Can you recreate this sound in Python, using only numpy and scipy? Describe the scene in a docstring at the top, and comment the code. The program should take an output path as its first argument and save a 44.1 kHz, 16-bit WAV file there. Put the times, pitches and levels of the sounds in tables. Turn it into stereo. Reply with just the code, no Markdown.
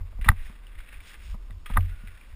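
"""Mountain bike on a forest trail

On a dirt descent, from a cased camera on the rider's helmet: two microphones, about head height above
the tyres. Wind and ground rumble underneath. Below, tyres crunch over grit and scrub once, stones ping,
the chain jangles and small bumps knock the frame. Right at the microphones, two hard bumps make the
mount clack and the helmet boom. The camera holds coarse samples, mirroring it all into a glassy treble."""
import sys
import numpy as np
from scipy import signal
from scipy.fft import rfft, irfft
from scipy.io import wavfile
from scipy.ndimage import uniform_filter1d

SR = 44100
rng = np.random.default_rng(int(sys.argv[2]) if len(sys.argv) > 2 else 0)


def wav_out(sig):
    """Save sig, one row per channel (or a flat mono array), as 16-bit PCM at SR to the path in sys.argv[1]."""
    wavfile.write(sys.argv[1], SR, np.round(np.clip(np.atleast_2d(sig).T, -1, 1) * 32767).astype(np.int16))


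N = 103635
T = np.arange(N) / SR

# rumble of wind and ground, before its ceiling and gain: (time [s], level [dB])
RUMBLE_LEVEL = [(0.0, -49.5), (0.03, -32.5), (0.13, -40), (0.22, -22.5), (0.25, -32), (0.3, -36.5),
                (0.38, -30), (0.42, -24.5), (0.52, -44), (0.69, -41.5), (0.8, -37), (0.84, -45),
                (0.99, -39.5), (1.05, -49), (1.28, -37), (1.33, -27), (1.39, -37), (1.66, -39),
                (1.79, -12.5), (1.83, -29.5), (1.94, -30), (1.98, -43), (2.14, -38), (2.18, -50.5),
                (2.35, -35.5)]
RUMBLE_CEILING_DB, RUMBLE_GAIN_DB = -21.5, 0.5
# that rumble, before a further roll-off: (frequency [Hz], level [dB])
RUMBLE_COLOUR = [(25, 0), (38, 3), (52, -8.5), (70, -16), (88, -15), (115, -39), (170, -40.5), (300, -53.5),
                 (600, -73.5)]
# steady rush of air past the helmet: (frequency [Hz], level [dB])
AIR_COLOUR = [(60, 5.5), (200, 7.5), (350, 2.5), (800, -2.5), (1200, 3), (2000, -25.5), (4500, -13.5)]
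# each microphone's own hiss: (frequency [Hz], level [dB])
HISS_COLOUR = [(300, 2.5), (1000, -1), (3000, -6), (4700, 4.5), (5500, -4.5)]
AIR_DB, HISS_DB = -61.5, -75
# air slaps the microphone ports: (time [s], level [dB], t60 [s])
PUFFS = [(0.291, -25, 0.065), (1.777, -39, 0.12)]
# those puffs: (frequency [Hz], level [dB])
PUFF_COLOUR = [(30, -3), (150, 9), (250, -8), (500, -31.5), (1500, -22.5), (5500, -36)]
# the ports crackle on the first hard bump and its rebound: (time [s], level [dB])
CRACKLES = [(0.2865, -24.5), (0.2985, -36.5)]
# those crackles: (frequency [Hz], level [dB])
CRACKLE_COLOUR = [(1000, -6), (2000, 5), (3000, 0), (3800, -3), (5500, -6)]

# a faint ringing scrape, probably a brake disc: (time [s], level [dB])
DISC_LEVEL = [(1.84, -87), (1.93, -61.5), (2.17, -66), (2.3, -87)]
# its resonances: (frequency [Hz], level [dB], t60 [s])
DISC_MODES = [(1450, -0.5, .14), (1486, 0, 0.076), (2736, -10, .12)]
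# the chain slaps: (time [s], level [dB])
CHAIN_SLAPS = [(1.6612, -35), (1.694, -48), (1.709, -45), (1.7374, -39)]
# modes of the chain and drive: (frequency [Hz], level [dB], t60 [s])
CHAIN_MODES = [(1216, -7, 0.086), (1552, -8.5, 0.051), (2074, -25, .03), (2732, -6.5, 0.033),
               (3286, -7.5, 0.045), (3890, -14, 0.03)]
JANGLES_PER_S, JANGLE_DB = 86, -11.5   # level relative to the rolling noise
# small stones tick against the bike: (time [s], level [dB], pitch [Hz])
STONES = [(0.668, -46.5, 2800), (0.7525, -49, 2080), (0.8028, -42, 1630), (0.805, -53.5, 3320),
          (0.889, -47, 2650), (0.929, -44, 2130), (0.942, -43, 2380), (1.0038, -44.5, 2360),
          (1.115, -45.5, 1900), (1.807, -42, 2420), (2.071, -51, 2020), (2.082, -44, 2070),
          (2.212, -47.5, 2420), (2.326, -51, 2050)]
# the click in each tick: (frequency [Hz], level [dB])
STONE_CLICK_COLOUR = [(400, -16), (1100, 17), (2200, 32), (3700, -21.5), (5500, -36)]
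STONE_CLICK_DB = -9.5   # relative to the ping

# tyres rolling on the trail: (time [s], level [dB])
ROLL_LEVEL = [(0, -65), (0.19, -67), (0.25, -62), (0.35, -61), (0.47, -51), (0.5, -57), (0.58, -63.5),
              (0.78, -56.5), (0.9, -55), (1.01, -59.5), (1.11, -51), (1.2, -56), (1.32, -58.5),
              (1.39, -67.5), (1.64, -70), (1.7, -53), (1.95, -58.5), (2.17, -60.5), (2.35, -62.5)]
# tyres bite into loose grit: (time [s], level [dB], t60 [s])
CRUNCHES = [(0.211, -45.5, 0.16), (0.243, -38, 0.18), (0.437, -66, 0.044), (0.456, -50.5, 0.16),
            (0.922, -52.5, 0.56), (1.658, -40.5, 0.088), (1.698, -47.5, 0.26), (1.734, -48, 0.075),
            (2.073, -49.5, 0.067), (2.173, -49.5, 0.046)]
# grit under the tyres: (frequency [Hz], level [dB])
GRIT_COLOUR = [(300, -9), (800, -10), (1200, -6), (1500, 2), (2100, 4), (2800, -0.5), (3100, -7.5),
               (3600, -3), (4300, -17.5), (5500, -16)]
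GRAINS_PER_S, GRAIN_SPREAD_DB, GRAIN_POWER_SHARE = 700, 1.5, 0.6
FLUTTER_HZ, FLUTTER_DB = 60.7, 2.0
# tyres spray fine gravel, then scrub on hard dirt: (time [s], level [dB])
SCRUB_LEVEL = [(0.37, -70), (0.465, -52.5), (0.56, -73), (0.9, -88), (1.01, -61), (1.08, -45.5),
               (1.18, -60.5), (1.25, -49), (1.32, -50), (1.36, -63.5)]
# that spray and scrub: (frequency [Hz], level [dB])
SCRUB_COLOUR = [(1500, -18.5), (2600, 5.5), (3700, 0.5), (4300, -4.5), (5500, 1)]

# dull knocks of the frame: (time [s], thud [dB], rap [dB])
KNOCKS = [(0.004, -58, -56), (0.125, -53, -53.5), (0.186, -36, -51.5), (0.258, -24.5, -38),
          (0.314, -28.5, -44), (0.493, -38, -51), (1.341, -35.5, -46.5), (1.496, -42.5, -54.5),
          (1.698, -29.5, -39.5), (1.76, -26.5, -39.5), (1.773, -23, -32), (2.032, -37.5, -64)]
# low modes of the frame: (frequency [Hz], level [dB], t60 [s])
FRAME_MODES = [(111.5, -1, 0.051), (189.6, 4.5, 0.03), (220.8, 1, 0.054), (301.4, -20.5, 0.025)]
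# the rap on top of a knock: (frequency [Hz], level [dB])
RAP_COLOUR = [(150, -14.5), (500, 0.5), (900, 2.5), (1200, 7), (1600, -23), (2100, -5), (3000, -30),
              (6000, -22.5)]
# bumps that shove the helmet: (time [s], shove [dB], shove length [s], boom [dB])
JOLTS = [(0.008, -23, 0.015, -33), (0.2931, -2.5, 0.01, -25), (0.782, -30, 0.019, -67),
         (0.959, -30, 0.019, -56), (1.51, -37, 0.009, -39), (1.776, -9, 0.0163, -14.5),
         (2.064, -37.5, 0.013, -45)]
DIP_DB, DIP_LEAD_S, DIP_LENGTH_S = -9.5, 0.0232, 0.019   # the helmet first sinks the other way
# modes of the helmet on its pads: (frequency [Hz], level [dB], t60 [s])
HELMET_MODES = [(32, -10, 0.62), (87.17, -2.5, 0.37), (219, -27.5, 0.094)]
# hard contacts of the mount, in quick runs: (time [s], level [dB], brightness [dB per octave])
CLACKS = [(0.28376, -12, -6), (0.28618, -7, -2), (0.2878, -7, 0), (0.2883, 5, 1), (0.29009, -9, -1),
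          (0.29056, -10, 4), (0.3025, -24, -2), (0.3162, -21, -5), (1.5072, -39, 8), (1.759, -26, -6),
          (1.76888, -14, 1), (1.77052, -12, -5), (1.77165, -16, -6), (1.77228, -2, -6), (1.7754, -20, -6)]
TILT_PIVOT_HZ = 1200
# modes of the plastic case around the microphones: (frequency [Hz], level [dB], t60 [s])
CASE_MODES = [(622, -44, 0.1), (747, -23.5, 0.053), (832, -12, 0.015), (1214, -8, 0.017),
              (1573, -16, 0.028), (1827, -11, 0.013), (1961, -9, 0.019), (2574, -21.5, 0.0096),
              (3643, -21.5, 0.012), (4500, -55, 0.0077)]

CAMERA_RATE_HZ, CAMERA_BAND_HZ, HOLD_STEPS, CUTOFF_HZ = 12000, 5750, 4, 15300


def from_db(db):
    """Decibels to gain."""
    return 10 ** (np.asarray(db) / 20)


def rms_one(x):
    """Scale to unit power."""
    return x / np.sqrt(np.mean(x ** 2) + 1e-20)


def level(rows):
    """Gain over time from (time [s], level [dB]) points."""
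    return from_db(np.interp(T, *np.transpose(rows)))


def colour(x, points):
    """Filter a steady signal by (frequency [Hz], level [dB]) points; unit power."""
    hz, db = np.transpose(points)
    bins = np.maximum(np.fft.rfftfreq(N, 1 / SR), 1)
    gains = from_db(np.interp(np.log(bins), np.log(hz), db))
    return rms_one(irfft(rfft(x) * gains, N))


def noise(points):
    """Coloured noise of unit power."""
    return colour(rng.standard_normal(N), points)


def evened(x, size):
    """Take the chance swells out of a noise, over size samples."""
    power = np.abs(signal.hilbert(x)) ** 2 / 2
    return x / np.sqrt(uniform_filter1d(power, size) + 1e-12)


def drift(rate):
    """Random wander of spread 1."""
    return rms_one(np.interp(T * rate, np.arange(1000), rng.standard_normal(1000)))


def burst(start, attack, t60):
    """Envelope: a straight rise, then an exponential fall; times in seconds."""
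    age = T - start
    return np.clip(age / attack, 0, 1) * np.exp(-np.log(1000) * np.maximum(age - attack, 0) / t60)


def push(start, length):
    """One smooth bump of height 1."""
    return np.sin(np.pi * np.clip((T - start) / length, 0, 1)) ** 2


def strikes(times, gains):
    """One click for each contact."""
    out = np.zeros(N)
    np.add.at(out, np.clip(np.round(times * SR).astype(int), 0, N - 1), gains)
    return out


def ring(clicks, hz, t60):
    """A unit click sets a sine of height 1 ringing."""
    r, w = np.exp(-np.log(1000) / (t60 * SR)), 2 * np.pi * hz / SR
    return signal.lfilter([0, np.sin(w)], [1, -2 * r * np.cos(w), r * r], clicks + 1e-18)


def resonate(x, modes):
    """A steady excitation through a set of modes; unit power."""
    return rms_one(sum(from_db(db) * rms_one(ring(x, hz, t60)) for hz, db, t60 in modes))


def wind():
    """Wind and ground buffet low down, under a faint steady rush of air past the helmet."""
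    buffeting = evened(noise(RUMBLE_COLOUR), size=1400)
    rumble = colour(buffeting, [(200, 2), (500, -35.5)])   # rolls off above 200 Hz
    swell = np.minimum(level(RUMBLE_LEVEL), from_db(RUMBLE_CEILING_DB))
    return from_db(RUMBLE_GAIN_DB) * swell * rumble + from_db(AIR_DB) * noise(AIR_COLOUR)


def microphone_port():
    """What one microphone hears alone: puffs of air on its port, crackles and its own hiss."""
    puff_envelope = sum(from_db(db) * burst(s, attack=0.0034, t60=t60) for s, db, t60 in PUFFS)
    puffs = puff_envelope * evened(noise(PUFF_COLOUR), size=500)
    crackle_envelope = sum(from_db(db) * burst(s, attack=0.0025, t60=0.032) for s, db in CRACKLES)
    crackles = crackle_envelope * noise(CRACKLE_COLOUR)
    return puffs + crackles + from_db(HISS_DB) * noise(HISS_COLOUR)


def disc_rub():
    """Down at the wheel, light rubbing keeps a few narrow resonances singing."""
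    return level(DISC_LEVEL) * resonate(rng.standard_normal(N), DISC_MODES)


def chain():
    """Below the rider, the chain jangles as the bike rolls and slaps ahead of the second hard bump."""
    times, slap_db = np.transpose(CHAIN_SLAPS)
    slaps = 0
    for k, (hz, mode_db, t60) in enumerate(CHAIN_MODES):
        scatter_db = rng.normal(0, 1.05, len(times))   # each slap rings the modes differently
        slaps += (-1) ** k * ring(strikes(times, from_db(slap_db + mode_db + scatter_db)), hz, t60)
    touches = rng.standard_normal(N) * (rng.random(N) < JANGLES_PER_S / SR)
    return slaps + from_db(JANGLE_DB) * level(ROLL_LEVEL) * resonate(touches, CHAIN_MODES)


def stones():
    """Each stone flung against the bike gives a short ping with a dry click in it."""
    click = from_db(STONE_CLICK_DB) * noise(STONE_CLICK_COLOUR)
    out = 0
    for s, db, hz in STONES:
        bright_noise = np.gradient(rng.standard_normal(N))
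        tick = click + rms_one(ring(bright_noise, hz, t60=0.017))
        even_tick = tick / np.sqrt(uniform_filter1d(tick ** 2, size=120) + 1e-12)
        out += from_db(db) * burst(s, attack=0.00089, t60=0.022) * even_tick
    return out


def grains():
    """Dense snaps of grit of uneven size, over a fine hiss."""
    size_db = GRAIN_SPREAD_DB * np.minimum(rng.exponential(1, N), 4)
    sizes = from_db(size_db) * rng.choice([-1, 1], N)
    snaps = rms_one(sizes * (rng.random(N) < GRAINS_PER_S / SR))
    return np.sqrt(GRAIN_POWER_SHARE) * snaps + np.sqrt(1 - GRAIN_POWER_SHARE) * rng.standard_normal(N)


def tyres():
    """At ground level, tyres roll over grit, crunch into loose patches, spray gravel and scrub."""
    rolling = level(ROLL_LEVEL) * from_db(FLUTTER_DB * drift(FLUTTER_HZ))
    bites = sum(from_db(db) * burst(s, attack=0.0024, t60=t60) for s, db, t60 in CRUNCHES)
    grit = np.hypot(rolling, bites) * colour(grains(), GRIT_COLOUR)
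    scrub = level(SCRUB_LEVEL) * colour(grains(), SCRUB_COLOUR)
    return grit + scrub


def frame_knocks():
    """Under the rider, the frame thuds in its low modes, with a short rap on top."""
    times, thud_db, _ = np.transpose(KNOCKS)
    thud = sum((-1) ** k * ring(strikes(times, from_db(thud_db + mode_db)), hz, t60)
               for k, (hz, mode_db, t60) in enumerate(FRAME_MODES))
    rap_envelope = sum(from_db(db) * burst(s, attack=0.0028, t60=0.062) for s, _, db in KNOCKS)
    return thud + rap_envelope * evened(noise(RAP_COLOUR), size=200)


def helmet_jolts():
    """Just under the camera, each bump dips and shoves the helmet, which then booms on its pads."""
    out = 0
    for s, shove_db, length, boom_db in JOLTS:
        shove = push(s, length) - from_db(DIP_DB) * push(s - DIP_LEAD_S, DIP_LENGTH_S)
        boom = sum(from_db(db) * np.sin(2 * np.pi * hz * (T - s - length / 4)) * burst(s, length, t60)
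                   for hz, db, t60 in HELMET_MODES)
        out += from_db(shove_db) * shove + from_db(boom_db) * boom
    return out


def mount_clacks():
    """Right at the microphones, the mount chatters against its stop and rings the case."""
    times, contact_db, tilt_db = np.transpose(CLACKS)
    out = 0
    for k, (hz, mode_db, t60) in enumerate(CASE_MODES):
        gains = from_db(contact_db + mode_db + tilt_db * np.log2(hz / TILT_PIVOT_HZ))
        out += (-1) ** k * ring(strikes(times, gains), hz, t60)
    return out


def scene():
    """Inside the case both microphones hear the same ride, each with its own port noise."""
    bumps = mount_clacks() + helmet_jolts() + frame_knocks()
    ride = bumps + tyres() + stones() + chain() + disc_rub() + wind()
    return ride + np.array([microphone_port(), microphone_port()])


def record(dry):
    """The camera thins deep bass, rounds peaks, holds coarse samples and cuts the very top."""
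    bass_cut = signal.butter(1, 18, "high", fs=SR, output="sos")
    rounded = np.tanh(signal.sosfilt(bass_cut, dry))
    band_limit = signal.firwin(161, CAMERA_BAND_HZ, fs=SR)
    narrow = signal.fftconvolve(rounded, [band_limit], "same", axes=1)
    coarse = signal.resample_poly(narrow, CAMERA_RATE_HZ, SR, axis=1)
    held = np.repeat(coarse, HOLD_STEPS, axis=1)   # the steps mirror the sound into the treble
    glassy = signal.resample_poly(held, SR, CAMERA_RATE_HZ * HOLD_STEPS, axis=1)[:, :N]
    top_cut = signal.ellip(10, .2, 80, CUTOFF_HZ, fs=SR, output="sos")
    return signal.sosfilt(top_cut, glassy)


dry = scene()
out = record(dry)
wav_out(out)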